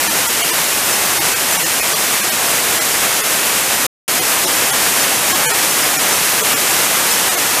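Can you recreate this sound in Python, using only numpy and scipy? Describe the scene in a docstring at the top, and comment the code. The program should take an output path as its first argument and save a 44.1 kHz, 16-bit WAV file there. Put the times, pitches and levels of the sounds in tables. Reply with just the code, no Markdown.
"""Dense roar and hiss from the first instant: a thermal spray gun's fast flame jet on a turning metal
part in a steel booth. Coloured noise stands for the turbulence; a cubic steepens its peaks and tanh
overloads the microphone. Roar and whole level flutter at random. A short silence cuts the sound in
two; now and then the noise thins to a few sines or treble bands widen between the ears."""
import sys
import numpy as np
from scipy import signal
from scipy.fft import rfft, irfft
from scipy.io import wavfile

SR = 44100
rng = np.random.default_rng(int(sys.argv[2]) if len(sys.argv) > 2 else 0)


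def undo_db(level):
    """Turn decibels back into plain size, where 20 dB means ten times bigger."""
    steps = np.asarray(level, float) / 20
    return 10 ** steps


def generate_wav(sig):
    """Save sig (samples, or channels by samples) to the path in sys.argv[1] as 16-bit PCM at SR."""
    pcm = np.round(np.clip(np.atleast_2d(sig).T, -1, 1) * 32767).astype(np.int16)
    wavfile.write(sys.argv[1], SR, pcm)


N = 335160

# turbulence spectrum ahead of steepening and hiss gain: f/Hz, relative density/dB
COLOUR_HZ_DB = [(15, -47.5), (25, -23.5), (160, -5.5), (300, -2.5), (750, 0), (1900, -1.5), (2700, -4),
                (3600, -7.5), (4500, -8.5), (6500, -7), (10000, -7.5), (13900, -10.5), (14250, -12),
                (15000, -13.5)]
# moments thinned to tones: centre t/s, extra hold/s
THIN_MOMENTS_S = [(0.089, 0.0), (0.28, 0.0), (0.43, 0.0), (0.517, 0.0), (1.197, 0.0), (1.348, 0.0),
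                  (1.582, 0.0), (1.646, 0.0), (1.817, 0.0), (1.945, 0.0), (2.222, 0.0), (2.307, 0.0),
                  (2.798, 0.0), (3.225, 0.0), (4.206, 0.0), (4.461, 0.0), (4.719, 0.0), (5.338, 0.0),
                  (5.476, 0.021), (5.529, 0.0), (5.978, 0.0), (6.425, 0.0), (6.552, 0.0), (7.3, 0.0),
                  (7.364, 0.0)]

SILENCE_S, FADE_S = (3.8665, 4.079), 0.0017   # (start, end)
JET_GAIN_DB = (-17.0, -16.5)   # before, after the silence
ROAR_TO_HISS_HZ, TOP_HZ = 2500, 14990
HISS_GAIN_DB = 4   # nozzle hiss against the roar on the part
ROAR_DRIFT_DB, ROAR_DRIFT_HZ = 0.52, 5.2
JET_DRIFT_DB, JET_DRIFT_HZ = 0.48, 9.1
STEEPENING, LOPSIDED, OVERLOAD = 0.12, 0.04, 3.4   # for a signal of rms 1
THIN_S, TONE_COUNT, TONES_DB = 0.05, 28, -1.5
WIDE_S, WIDE_DB = 0.04, 0
WIDE_PER_S = (2.1, 8.8)   # before, after the silence
WIDE_FROM_HZ, WIDE_SPAN_HZ = (4200, 14500), (900, 2000)   # ranges of lower edge, bandwidth


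def jet():
    """Turbulence: shaped, steepened noise, split into a swelling roar and a steady-gain hiss."""
    hz = np.fft.rfftfreq(N, 1 / SR)
    white = rng.standard_normal(N)
    turbulence = irfft(rfft(white) * undo_db(at_hz(COLOUR_HZ_DB, hz)), N)
    loud = steepened(rms_one(turbulence))
    spectrum = rfft(thinned(loud)) * (hz < TOP_HZ)
    roar_share = 1 / (1 + (hz / ROAR_TO_HISS_HZ) ** 4)
    roar_swell = undo_db(ROAR_DRIFT_DB * drift(ROAR_DRIFT_HZ))
    roar = roar_swell * irfft(spectrum * roar_share, N)
    hiss = undo_db(HISS_GAIN_DB) * irfft(spectrum * (1 - roar_share), N)
    gain_db = np.where(np.arange(N) / SR < SILENCE_S[0], *JET_GAIN_DB)
    return undo_db(gain_db + JET_DRIFT_DB * drift(JET_DRIFT_HZ)) * (roar + hiss)


def steepened(x):
    """Strong swings grow more than weak, falls more than rises; the microphone flattens the strongest."""
    grown = x + STEEPENING * x ** 3 - LOPSIDED * (x ** 2 - 1)
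    return rms_one(np.tanh(grown / OVERLOAD))


def thinned(x):
    """Noise briefly crossfades to a few random sines weighted by the turbulence spectrum."""
    kept, tones = np.ones(N), np.zeros(N)
    draws = rng.random((len(THIN_MOMENTS_S), 2, TONE_COUNT, 1))
    for (centre_s, held_s), (pitch, phase) in zip(THIN_MOMENTS_S, draws):
        span, t = around(centre_s, THIN_S + held_s)
        ramp = np.clip(np.minimum(t, t[-1] - t) * 2 / THIN_S, 0, 1)
        swell = np.sin(np.pi / 2 * ramp) ** 2
        hz = pitch ** 1.3 * TOP_HZ   # denser toward the low end
        sines = undo_db(at_hz(COLOUR_HZ_DB, hz)) * np.sin(2 * np.pi * (hz * t + phase))
        kept[span] = 1 - swell
        tones[span] = undo_db(TONES_DB) * swell * rms_one(sines.sum(axis=0))
    return x * np.sqrt(kept) + tones


def widened(x):
    """Adds phase-scrambled copies of treble bands, opposite in the two ears, in brief random patches."""
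    side = np.zeros(N)
    stretches_s = [(0, SILENCE_S[0]), (SILENCE_S[1], N / SR)]
    for (start_s, end_s), per_s in zip(stretches_s, WIDE_PER_S):
        count = round(per_s * (end_s - start_s))
        usable_s = end_s - start_s - 2 * WIDE_S
        for k, (when, where, broad) in enumerate(rng.random((count, 3))):
            centre_s = start_s + WIDE_S + (k + when) / count * usable_s   # one per equal slot
            span, t = around(centre_s, WIDE_S)
            low_hz = np.interp(where ** 1.2, [0, 1], WIDE_FROM_HZ)
            high_hz = low_hz + np.interp(broad ** 2, [0, 1], WIDE_SPAN_HZ)
            hz = np.fft.rfftfreq(len(t), 1 / SR)
            band = np.abs(rfft(x[span])) * (hz > low_hz) * (hz < high_hz)
            random_phase = np.exp(2j * np.pi * rng.random(len(hz)))
            scrambled = irfft(band * random_phase, len(t))
            side[span] += undo_db(WIDE_DB) * np.sin(np.pi * t / WIDE_S) ** 2 * scrambled
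    return x + side * [[1], [-1]]


def drift(corner_hz):
    """Slow random curve of rms 1: noise at SR / 40 through two equal one-pole low-passes."""
    pole = np.exp(-2 * np.pi * corner_hz * 40 / SR)
    noise = rng.standard_normal(N // 40 + 2002)
    slow = signal.lfilter([1], [1, -2 * pole, pole * pole], noise)[2000:]   # drop the filter's start
    return np.interp(np.arange(N) / 40, np.arange(len(slow)), rms_one(slow))


def rms_one(x):
    """Scales to rms 1."""
    return x / np.sqrt(np.mean(x ** 2) + 1e-20)


def at_hz(points, hz):
    """Interpolates a spectrum in dB on a log-frequency axis."""
    points_hz, points_db = np.array(points).T
    return np.interp(np.log(hz + 1), np.log(points_hz), points_db)


def around(centre_s, length_s):
    """Slice centred on a moment, and its sample times in s from the slice's start."""
    size = round(length_s * SR)
    start = round(centre_s * SR) - size // 2
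    return slice(start, start + size), (np.arange(size) + 0.5) / SR


def scene():
    """The jet, straight ahead: equal in both channels."""
    return np.tile(jet(), (2, 1))


def roll_off(x):
    """The treble ends steeply here."""
    return signal.sosfilt(signal.butter(12, 16350, fs=SR, output="sos"), x)


def record(dry):
    """One microphone; a silent gap with short fades, then the wide treble patches."""
    t = np.arange(N) / SR
    outside_s = np.maximum(SILENCE_S[0] - t, t - SILENCE_S[1])
    gate = np.clip(outside_s / FADE_S, 0, 1)
    mix = widened(dry[0] * gate)
    return roll_off(mix)


dry = scene()
out = record(dry)
generate_wav(out)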